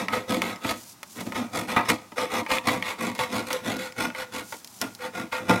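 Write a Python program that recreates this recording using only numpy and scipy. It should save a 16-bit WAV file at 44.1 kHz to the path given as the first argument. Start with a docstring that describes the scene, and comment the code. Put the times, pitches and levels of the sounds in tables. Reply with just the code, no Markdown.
"""A lever can opener works round a full tin on a table with a plastic cloth, heard close, almost in mono.
From the start, pushes tear the lid and shake the table; returns drag the blade along the rim.
Jerks, steel clicks and their pings fall between; after a few strokes the hand slides to turn the tin.
The tin then groans briefly on the cloth, and pushes and returns go on until the hand slides again.
More strokes follow, and a strong push with two hard jerks closes the scene over faint room noise."""
import sys
import numpy as np
from scipy import signal
from scipy.fft import rfft, irfft
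from scipy.io import wavfile
from scipy.ndimage import uniform_filter1d

SR = 44100
rng = np.random.default_rng(int(sys.argv[2]) if len(sys.argv) > 2 else 0)


def store_pcm(level_fs):
    """Save levels as 16-bit WAV."""
    pcm = np.round(np.clip(level_fs, -1, 1) * 32767).astype(np.int16)
    wavfile.write(sys.argv[1], SR, np.atleast_2d(pcm).T)


N = 246959
TIME = np.arange(N) / SR
RING_TIME = TIME[:SR // 2]
STROKE_TIME = TIME[:SR * 3 // 5]

# Levels in these tables are relative: the functions below add their own gains.

# Room and microphone noise: [f/Hz, level/dB per Hz]
ROOM_NOISE = [(20, -28), (60, -22), (200, 5.5), (500, -10.5), (900, -1.5), (1600, -10), (2200, -11.5),
              (3000, -13.5), (6000, -12), (16000, -21)]
# Side sound against the middle: [f/Hz, level/dB]
STEREO_WIDTH = [(30, -20), (100, -23), (500, -23), (1800, -29), (5000, -24), (9000, -21), (15000, -17)]

# The hand slides while the tin is turned: [start t/s, swell t/s, hold t/s, fade t/s per 20 dB, level/dB]
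HAND_SLIDES = [(0.744, 0.068, 0.12, 0.03, -42), (1.04, 0.12, 0.033, 0.5, -44.5),
               (4.405, 0.091, 0.095, 0.1, -42.5), (4.654, 0.12, 0.03, 0.3, -44.5)]
# Hiss of the sliding hand: [f/Hz, level/dB]
SLIDE_HISS = [(350, -50), (600, -4), (1490, -38), (1730, -28), (2310, -9), (2720, -8), (6030, 1),
              (12500, -4), (16000, -9.5)]

# The table frame: [f/Hz, level/dB per Hz]
FRAME_RUMBLE = [(15, -25), (35, -20), (80, -2.5), (115, 8), (170, -20), (400, -71)]
# The whole table takes a shove: [t/s, level/dB]
TABLE_SHOVES = [(.136, -39), (.655, -28), (1.764, -19.5), (1.895, -27), (2.679, -24), (3.206, -28.5),
                (5.5, -24.5)]
# The dull boom of a shove: [f/Hz, level/dB per Hz]
SHOVE_BOOM = [(20, -22), (55, -5.5), (120, 3), (220, -10), (600, -50)]
# The tin on the table top: [f/Hz, width f/Hz, level/dB]
TABLE_TONES = [(111.5, 12.6, -5.5), (181.7, 20, -0.5), (244.2, 24, 0), (304.4, 34, 2), (336, 30, -1.5)]
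# The many weaker table tones: [f/Hz, level/dB per Hz]
TABLE_WEAK_TONES = [(30, -46), (70, -24), (110, -10), (145, -9.5), (230, 8.5), (380, -1), (550, -8.5),
                    (1000, -43)]
# The tin sticks and slips on the cloth: [start t/s, end t/s, start f/Hz, end f/Hz, level/dB]
CLOTH_GROANS = [(1.358, 1.439, 278, 222, -24.5), (1.434, 1.483, 236, 229, -32.5),
                (1.68, 1.738, 213.3, 245, -29.5)]

# The tin wall, shaken with the load: [f/Hz, width f/Hz, level/dB]
WALL_TONES = [(427, 76, -5), (587.5, 47, 1), (647, 70, -4.5), (718.5, 61, -2.5), (827, 12, -12.5),
              (882.2, 26, 2)]
# Two lid tones shift as the cut lengthens: [t/s, first f/Hz, level/dB, second f/Hz, level/dB]
LID_TONES = [(0, 1274, 2, 1530, -16), (1.8, 1252, 0.5, 1375, -5.5), (2.2, 1245, 0.5, 1520, -27),
             (2.6, 1163, 1.5, 1390, -32), (3.3, 1112, -2, 1398, -3.5), (3.9, 980, -58, 1435, 2.5),
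             (5.6, 900, -50, 1397, 1)]
# Lid and rim: [f/Hz, width f/Hz, level/dB]
TIN_TONES = [(582.2, 27.6, 2), (700, 16, -14.5), (888.8, 25.3, 7), (949.4, 14.7, 2.5), (1048, 30, -4.5),
             (1157, 57, -1.5), (1380, 16.7, -25.5), (1681, 44, -6.5), (1866, 35.5, -5.5), (2004, 49, -0.5),
             (2123, 56, -9.5), (2260, 47, -7), (2400, 49, -6), (2629, 18, -6)]
# The many weaker tin tones: [f/Hz, level/dB per Hz]
TIN_WEAK_TONES = [(200, -40), (450, -3.5), (900, 1.5), (1300, 3.5), (1600, -15), (2200, 2), (2800, -11.5),
                  (4200, -14), (7000, -33)]
# The cut edge and the blade in it: [f/Hz, width f/Hz, level/dB]
EDGE_TONES = [(2210, 52, -9), (2440, 30, -14), (2750, 180, -19), (3027, 314, 10), (3427, 136, 11.5),
              (3960, 49, 12), (4730, 30, -32)]
# Bright crackle of the contact: [f/Hz, level/dB per Hz]
GRIT_CRACKLE = [(1000, 1), (2500, 2), (4000, 2), (6000, -0.5), (7200, -3), (10000, -5.5), (13000, -8),
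                (16000, -22)]

# The steel blade and its hook: [f/Hz, width f/Hz, level/dB]
BLADE_TONES = [(1870, 220, -3), (2350, 300, 0), (3450, 420, -8), (4500, 700, -16), (5900, 600, -16)]
# Steel snapping against steel: [f/Hz, level/dB per Hz]
STEEL_SNAP = [(1000, -26), (2500, -9), (4000, 3), (5600, 4), (7200, -4.5), (10000, -3), (16000, -10.5)]
# The opener knocks on the rim:
# [t/s, peak level/dB, treble level/dB against the peak, tin ring level/dB, ping f/Hz]
RIM_CLICKS = [(0.084, -10.5, -33, -17.5, 2030), (0.419, -5.5, -21.5, -17.5, 2140),
              (0.56, -27.5, -18, -55, 5200), (1.031, -18, -16, -29.5, 2430), (1.322, -19, -24, -21, 2090),
              (2.464, -19, -29, -21, 2140), (2.584, -9.5, -27, -36, 2470), (2.825, -10, -27.5, -19.5, 2240),
              (3.151, -30, -6, -33, 2370), (3.191, -13.5, -21, -13.5, 2460), (3.53, -21, -3, -22.5, 2770),
              (3.767, -22.5, -12, -33, 2480), (3.923, -28.5, -18, -54, 5320), (4.102, -23, -28, -26, 2110),
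              (4.149, -23.5, -27, -22, 2140), (4.524, -28, -12, -23, 2250), (4.646, -30.5, -4.5, -61, 4570),
              (4.675, -41, 2.5, -64, 5810), (4.815, -20, -1, -23, 2520), (4.95, -38.5, 2, -65, 10600)]
# The blade catches or the sheet gives way: [t/s, peak level/dB, table thump level/dB, treble level/dB]
BLADE_JERKS = [(0.134, -11.5, -45, -38), (0.647, -17, -23, -29), (0.691, -18, -40, -22),
               (0.709, -14, -28, -20), (1.207, -23.5, -35, -26.5), (1.267, -29, -26, -37),
               (1.357, -17.5, -33, -40), (1.684, -18, -45, -36), (1.764, -6.5, -24, -26.5),
               (1.771, -9.5, -36, -38), (1.889, -13, -42, -13.5), (1.9, -9, -45, -14),
               (2.119, -30, -37, -40.5), (2.18, -13.5, -42, -35), (2.505, -14, -39, -30),
               (2.515, -12.5, -36, -18.5), (2.672, -11.5, -19, -16), (2.685, -7, -27, -20),
               (3.505, -15, -47, -27), (4.818, -19.5, -31, -24), (5.326, -14, -42, -37),
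               (5.495, -7.5, -11.5, -17), (5.506, -6, -23, -33)]
# The blade is levered through the lid: [start t/s, swell t/s, hold t/s, fade t/s per 20 dB,
# table load level/dB, rasp level/dB, grit level/dB, singing level/dB]
BLADE_PUSHES = [(-0.031, 0.027, 0.013, 0.07, -30.5, -28, -38, -41.5),
                (0.075, 0.011, 0.057, 0.07, -37.5, -34.5, -50, -53.5),
                (0.271, 0.035, 0.049, 0.08, -26.5, -29.5, -36.5, -32.5),
                (0.599, 0.095, 0.011, 0.0839, -35.0, -31, -37.5, -40.5),
                (1.138, 0.062, 0.0061, 0.05, -35.5, -36.5, -47, -55),
                (1.233, 0.026, 0.003, 0.22, -36.0, -46, -51, -55.5),
                (1.518, 0.043, 0.028, 0.095, -28.5, -30.0, -35.5, -43),
                (1.757, 0.007, 0.014, 0.08, -28.5, -17.5, -49, -35.5),
                (1.836, 0.024, 0.005, 0.03, -39, -31, -44.5, -55),
                (1.874, 0.018, 0.005, 0.07, -26.5, -21.5, -31.5, -33),
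                (1.922, 0.023, 0.008, 0.01, -42.0, -35.5, -42, -49.0),
                (2.279, 0.071, 0.059, 0.01, -32.5, -27, -37.5, -38.5),
                (2.63, 0.066, 0.032, 0.114, -29, -26.5, -36.5, -33),
                (2.967, 0.063, 0.053, 0.07, -31, -28.5, -38.5, -39.5),
                (3.277, 0.071, 0.044, 0.08, -31, -29, -37.5, -38.5),
                (3.147, 0.0073, 0.028, 0.06, -44, -40, -48.5, -52),
                (3.446, 0.025, 0.016, 0.14, -44, -39.0, -44.0, -41),
                (3.618, 0.065, 0.036, 0.1, -28.5, -29.5, -38, -39.5),
                (3.954, 0.057, 0.037, 0.0637, -30.5, -27.5, -36.0, -43.5),
                (4.312, 0.034, 0.05, 0.06, -39.5, -34.5, -40.5, -42),
                (4.802, 0.017, 0.004, 0.08, -33, -31, -40, -52),
                (5.123, 0.042, 0.048, 0.07, -35.0, -33.0, -43.0, -42.0),
                (5.388, 0.016, 0.066, 0.15, -38.5, -43.5, -55.0, -53.0),
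                (5.463, 0.048, 0.016, 0.16, -24.0, -25.0, -36.5, -31.5)]
# The blade slides back along the rim: [start t/s, swell t/s, hold t/s, fade t/s per 20 dB,
# table load level/dB, rasp level/dB, grit level/dB, singing level/dB]
BLADE_RETURNS = [(0.121, 0.008, 0.034, 0.0849, -32.5, -27.5, -38.5, -30),
                 (0.412, 0.011, 0.089, 0.09, -36.5, -30.5, -41, -47),
                 (1.34, 0.022, 0.013, 0.11, -31, -28.5, -39, -46),
                 (1.672, 0.032, 0.016, 0.09, -35, -26.5, -39.5, -39),
                 (2.158, 0.033, 0.04, 0.08, -37.5, -26, -38.5, -31),
                 (2.483, 0.042, 0.042, 0.04, -38, -22.5, -35.5, -30.5),
                 (2.819, 0.073, 0.016, 0.059, -44, -26.5, -39.0, -41),
                 (3.186, 0.0087, 0.037, 0.062, -41, -23.5, -36, -34.5),
                 (3.499, 0.0091, 0.046, 0.09, -44.5, -30.5, -40.0, -37.5),
                 (3.779, 0.019, 0.07, 0.0639, -50.0, -33.5, -42.5, -37.0),
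                 (4.141, 0.061, 0.021, 0.05, -49.0, -31, -42.5, -39.0),
                 (4.521, 0.0042, 0.013, 0.03, -49.0, -38.5, -48, -49.5),
                 (4.988, 0.058, 0.02, 0.04, -44, -31.5, -45.5, -38),
                 (5.313, 0.017, 0.05, 0.056, -48.0, -27.5, -43.5, -37.0)]

# How far below full force each kind of movement sets in
PUSH_ENTRY_DB, RETURN_ENTRY_DB, SLIDE_ENTRY_DB = 22.5, 14.5, 15
# How a movement eases off while held
EASING_DB_PER_S = 26.5
# The light rub left after a movement: its relative level and its fall
LINGER_DB, LINGER_DB_PER_S = -13.5, 100
# The load outlasts the rasp, and the singing tone answers late
LOAD_OUTLASTS_S, SINGING_LAG_S = 0.016, 0.0088
# Grit needs pressure: it grows as this power of the force
GRIT_POWER = 1.11
# The frame rumbles with the load (relative level) and under the resting hands
RUMBLE_SHARE_DB, RESTING_DB = -17.5, -67
# A ping has one overtone: its frequency ratio and relative level
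PING_OVERTONE, PING_OVERTONE_DB = 1.41, -4.5


def from_db(db):
    """Turn decibels into a gain."""
    return 10 ** (np.asarray(db) / 20)


def unit(response):
    """Scale a response to energy 1, so that it keeps the level of noise passing through."""
    return response / np.sqrt(np.sum(response ** 2) + 1e-20)


def through(force, response):
    """Let a force set off a response at every moment."""
    return signal.fftconvolve(force, response)[:N]


def colour(x, spectrum):
    """Weight each frequency by a curve drawn through the given points."""
    hz, db = np.transpose(spectrum)
    grid = np.maximum(np.fft.rfftfreq(len(x), 1 / SR), 1)
    curve_db = np.interp(np.log(grid), np.log(hz), db)
    return irfft(rfft(x) * from_db(curve_db), len(x))


def noise(spectrum):
    """Steady coloured noise, rms 1."""
    x = colour(rng.standard_normal(N), spectrum)
    return x / x.std()


def drift(rate_hz):
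    """Slow random wandering, spread 1."""
    r = np.exp(-2 * np.pi * rate_hz / SR)
    x = signal.lfilter([1], [1, -2 * r, r * r], rng.standard_normal(N))
    return x / x.std()


def impulses(s, db):
    """Put one single-sample tap of the given level at each time."""
    out = np.zeros(N)
    places = np.clip(np.round(s * SR).astype(int), 0, N - 1)
    np.add.at(out, places, from_db(db))
    return out


def blows(s, db, chatter_s):
    """A hard contact is a first touch and a few milliseconds of chatter."""
    t = TIME[:SR // 60]
    bursts = rng.standard_normal((len(s), len(t))) * np.exp(-t / chatter_s)
    touch = signal.unit_impulse(len(t))
    out = np.zeros(N)
    for at, gain, burst in zip(np.round(s * SR).astype(int), from_db(db), bursts):
        out[at:at + len(t)] += gain * unit(unit(burst) + touch)
    return out


def modes(table):
    """Solid things ring in fading tones; the wider a tone, the sooner it dies."""
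    t = RING_TIME
    ring = 0
    for k, (hz, width, db) in enumerate(table):
        sign = (-1) ** k
        ring = ring + sign * from_db(db) * width * np.exp(-np.pi * width * t) * np.cos(2 * np.pi * hz * t)
    return unit(ring)


def wash(spectrum, t60):
    """Many overlapping weak tones ring like fading noise, down 60 dB after t60 seconds."""
    return unit(noise(spectrum)[:len(RING_TIME)] * from_db(-60 * RING_TIME / t60))


def crack(spectrum):
    """Sound straight from the contact is a sharp pulse, with all its energy as early as possible."""
    count = len(RING_TIME)
    pulse = colour(signal.unit_impulse(count), spectrum)
    cepstrum = irfft(np.log(abs(rfft(pulse)) + 1e-9), count)
    # Keeping only the first half of the cepstrum makes the pulse start at once.
    return unit(irfft(np.exp(2 * rfft(cepstrum[:count // 2], count)), count))


def wandering(force, spectrum, t60, move_hz):
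    """As the contact point moves, other weak tones take over: no two bites ring alike."""
    shares = np.array([drift(move_hz) for _ in range(6)])
    shares /= np.sqrt(np.sum(shares ** 2, axis=0))
    return sum(through(force * share, wash(spectrum, t60)) for share in shares)


def envelope(swell, hold, fade, entry_db):
    """A hand movement sets in softly, swells, eases off a little and dies away to a light rub."""
    t = STROKE_TIME
    rising_db = entry_db * np.clip(1 - t / swell, 0, 1) ** 2
    easing_db = EASING_DB_PER_S * np.clip(t - swell, 0, hold)
    after = np.clip(t - swell - hold, 0, 1)
    lifting_db = 20 * (after / .25) ** 4
    rub_db = LINGER_DB_PER_S * after - LINGER_DB + lifting_db
    fading_db = np.minimum(20 * after / fade, rub_db)
    return from_db(-rising_db - easing_db - fading_db)


def placed(shape, start):
    """Lay a movement's envelope into the scene at its start time."""
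    return np.interp(TIME, start + STROKE_TIME, shape, left=0, right=0)


def background_noise():
    """The room and the microphone give a faint steady noise."""
    return from_db(-53.5) * noise(ROOM_NOISE)


def hand():
    """Skin sliding over tin and plastic cloth hisses softly."""
    gain = np.zeros(N)
    for start, swell, hold, fade, db in HAND_SLIDES:
        gain += placed(from_db(db) * envelope(swell, hold, fade, SLIDE_ENTRY_DB), start)
    return gain * noise(SLIDE_HISS) * from_db(-3.5 + 2.0 * drift(60))


def table_top(force, leaning):
    """The tin shakes the table under it; the frame rumbles with the load and booms when shoved."""
    ring = from_db(-2) * modes(TABLE_TONES) + from_db(-7.5) * crack(TABLE_WEAK_TONES)
    weak = from_db(-11) * wandering(force, TABLE_WEAK_TONES, t60=0.18, move_hz=3.3)
    rumble = (from_db(RUMBLE_SHARE_DB) * leaning + from_db(RESTING_DB)) * noise(FRAME_RUMBLE)
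    s, db = np.transpose(TABLE_SHOVES)
    boom = through(impulses(s, db + 15.5), crack(SHOVE_BOOM))
    return through(force, ring) + weak + rumble + boom


def groans():
    """The tin slips on the cloth at a regular rate: a short low tone swells, glides and fades."""
    out = np.zeros(N)
    for start, end, start_hz, end_hz, db in CLOTH_GROANS:
        progress = np.clip((TIME - start) / (end - start), 0, 1)
        phase = 2 * np.pi * np.cumsum(start_hz + (end_hz - start_hz) * progress) / SR
        tone = np.sin(phase) + from_db(-20) * np.sin(3 * phase)
        out += from_db(db) * np.sin(np.pi * progress) * tone
    return out


def wall(load, rasp):
    """The tin wall answers only when the blade both bears down and rasps."""
    force = np.sign(rasp) * np.sqrt(abs(load * rasp))
    return from_db(-1.5) * through(force, modes(WALL_TONES))


def lid(force, width_hz):
    """The lid rings in two moving tones, often only one of them loud, retuned as more of it comes free."""
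    s, *columns = np.transpose(LID_TONES)
    r = np.exp(-np.pi * width_hz / SR)
    out = 0
    for hz, db in zip(columns[::2], columns[1::2]):
        # A resonator that turns with the moving pitch.
        turn = np.exp(2j * np.pi * np.cumsum(np.interp(TIME, s, hz)) / SR)
        ring = turn * signal.lfilter([1], [1, -r], force / turn + 1e-18)
        out = out + from_db(np.interp(TIME, s, db)) * ring.real * np.sqrt(2 * (1 - r * r))
    return out


def tin(force):
    """Lid and rim ring briefly, damped by the contents and the hand."""
    ring = from_db(-2.8) * modes(TIN_TONES) + from_db(-11) * crack(TIN_WEAK_TONES)
    weak = from_db(-9) * wandering(force, TIN_WEAK_TONES, t60=.1, move_hz=4)
    return through(force, ring) + weak + from_db(-8.5) * lid(force, width_hz=35)


def singing(gain, hz, waver_hz, waver_db):
    """Friction keeps one tone near 510 Hz going; its pitch wavers with the grip, and its level wavers too."""
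    phase = 2 * np.pi * np.cumsum(hz + waver_hz * drift(28.2)) / SR
    return gain * from_db(waver_db * drift(45)) * np.sqrt(2) * np.sin(phase)


def cut_edge(rasp, grit):
    """The torn edge rings as the blade rubs it, under the bright crackle of the contact."""
    rubbing = np.sign(rasp) * np.sqrt(abs(rasp * grit))
    ring = from_db(-7) * through(rubbing, modes(EDGE_TONES))
    direct = through(grit, crack(GRIT_CRACKLE))
    weak = wandering(grit, GRIT_CRACKLE, t60=0.053, move_hz=5.5)
    return ring + direct + weak


def pings():
    """Each point of contact has a short, dry steel ping of its own."""
    t, out = TIME[:SR // 20], np.zeros(N)
    fade = from_db(-60 * t / .018)
    for s, peak_db, _, _, hz in RIM_CLICKS:
        start, phase = round(s * SR), 2 * np.pi * hz * t
        tone = np.sin(phase) + from_db(PING_OVERTONE_DB) * np.sin(PING_OVERTONE * phase)
        out[start:start + len(t)] += from_db(peak_db) * fade * tone
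    return out


def friction(per_s, spread_db, judder_db, judder_hz, smooth_db):
    """Tiny slips of uneven size, bunched by the judder of the blade, lie over a smooth rub."""
    happens = rng.random(N) < per_s / SR
    size_db = spread_db * np.minimum(rng.exponential(1, N), 3)
    slips = happens * rng.choice([-1, 1], N) * from_db(size_db)
    rub = from_db(smooth_db) * rng.standard_normal(N)
    force = (slips / slips.std() + rub) * from_db(judder_db * drift(judder_hz))
    # Even out the slower level changes, to a running rms of 1.
    return force / np.sqrt(uniform_filter1d(force ** 2, size=1024) + 1e-9)


def efforts(rows, entry_db):
    """The hand sets load, rasp, grit and singing over time; where strokes overlap, the stronger counts."""
    gains = np.zeros((4, N))
    for start, swell, hold, fade, load_db, rasp_db, grit_db, singing_db in rows:
        rubbing = envelope(swell, hold, fade, entry_db)
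        bearing = envelope(swell, hold + LOAD_OUTLASTS_S, fade, entry_db)
        stroke = [placed(from_db(load_db) * bearing, start),
                  placed(from_db(rasp_db) * rubbing, start),
                  placed(from_db(grit_db) * rubbing ** GRIT_POWER, start),
                  placed(from_db(singing_db) * rubbing, start + SINGING_LAG_S)]
        gains = np.maximum(gains, stroke)
    return uniform_filter1d(gains, size=192, axis=1)


def stroke_forces(effort, slips, split_hz, softening):
    """A lightly loaded blade only skims the sheet: its rasp loses the lower notes."""
    load, rasp, grit, _ = effort
    bearing = np.clip((load + 1e-6) / (rasp + 1e-6), .03, 1.5) ** softening
    low = signal.sosfiltfilt(signal.butter(2, split_hz, fs=SR, output="sos"), slips)
    shaped = slips - low + from_db(2) * bearing * low
    on_table = from_db(-1.5) * load * slips
    on_tin = from_db(-0.21) * rasp * shaped
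    on_edge = from_db(-0.06) * grit * slips
    return np.array([on_table, on_tin, on_edge])


def strokes(pushing, returning):
    """The working blade tears on a push and drags on a return, forcing table, tin and cut edge."""
    tear = friction(per_s=700, spread_db=3.5, judder_db=2.4, judder_hz=110, smooth_db=-8.5)
    drag = friction(per_s=1500, spread_db=3.4, judder_db=1.8, judder_hz=142, smooth_db=-5.5)
    push = stroke_forces(pushing, tear, split_hz=770, softening=0.24)
    back = stroke_forces(returning, drag, split_hz=1130, softening=0.4)
    return push + back


def opener():
    """Strokes, jerks and clicks drive the same tin; strokes and jerks shake the table, clicks ring the blade."""
    pushing = efforts(BLADE_PUSHES, PUSH_ENTRY_DB)
    returning = efforts(BLADE_RETURNS, RETURN_ENTRY_DB)
    leaning, _, _, bowing = pushing + returning
    load, rasp, grit = strokes(pushing, returning)

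    s, peak_db, thump_db, treble_db = np.transpose(BLADE_JERKS)
    load = load + impulses(s, thump_db + 23)
    rasp = rasp + blows(s, peak_db + 16.5, chatter_s=0.0037)
    grit = grit + blows(s, treble_db + 13, chatter_s=0.0066)

    s, peak_db, bright_db, ring_db, _ = np.transpose(RIM_CLICKS)
    rasp = rasp + blows(s, ring_db + 16.5, chatter_s=0.0021)
    snap = through(blows(s, peak_db + bright_db + 21, chatter_s=0.0046), crack(STEEL_SNAP))
    blade = through(blows(s, peak_db + 4.5, chatter_s=0.0018), modes(BLADE_TONES))
    blade = blade + from_db(-10) * pings()

    body = table_top(load, leaning) + wall(load, rasp) + tin(rasp) + cut_edge(rasp, grit)
    song = singing(bowing, hz=508.7, waver_hz=7.84, waver_db=3.5)
    return body + snap + blade + song + groans()


def scene():
    """The work sounds from the middle; a faint room tail and a little width surround it."""
    near = opener() + hand()
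    # Room tail: [f/Hz, level/dB]
    room = wash([(50, 16), (200, -11), (2000, -11), (6000, 13.5), (16000, -5)], t60=0.34)
    mid = near + from_db(-23) * through(near, room) + background_noise()
    spread = wandering(mid, [(50, 0), (16000, 0)], t60=.02, move_hz=5)
    side = colour(spread, STEREO_WIDTH)
    return np.array([mid + side, mid - side])


def record(dry):
    """The microphone thins the deep bass; the top is cut steeply."""
    bass_cut = signal.butter(2, 42, "high", fs=SR, output="sos")
    top_cut = signal.ellip(12, .1, 80, 16100, fs=SR, output="sos")
    return signal.sosfilt(top_cut, signal.sosfilt(bass_cut, dry))


dry = scene()
out = record(dry)
store_pcm(out)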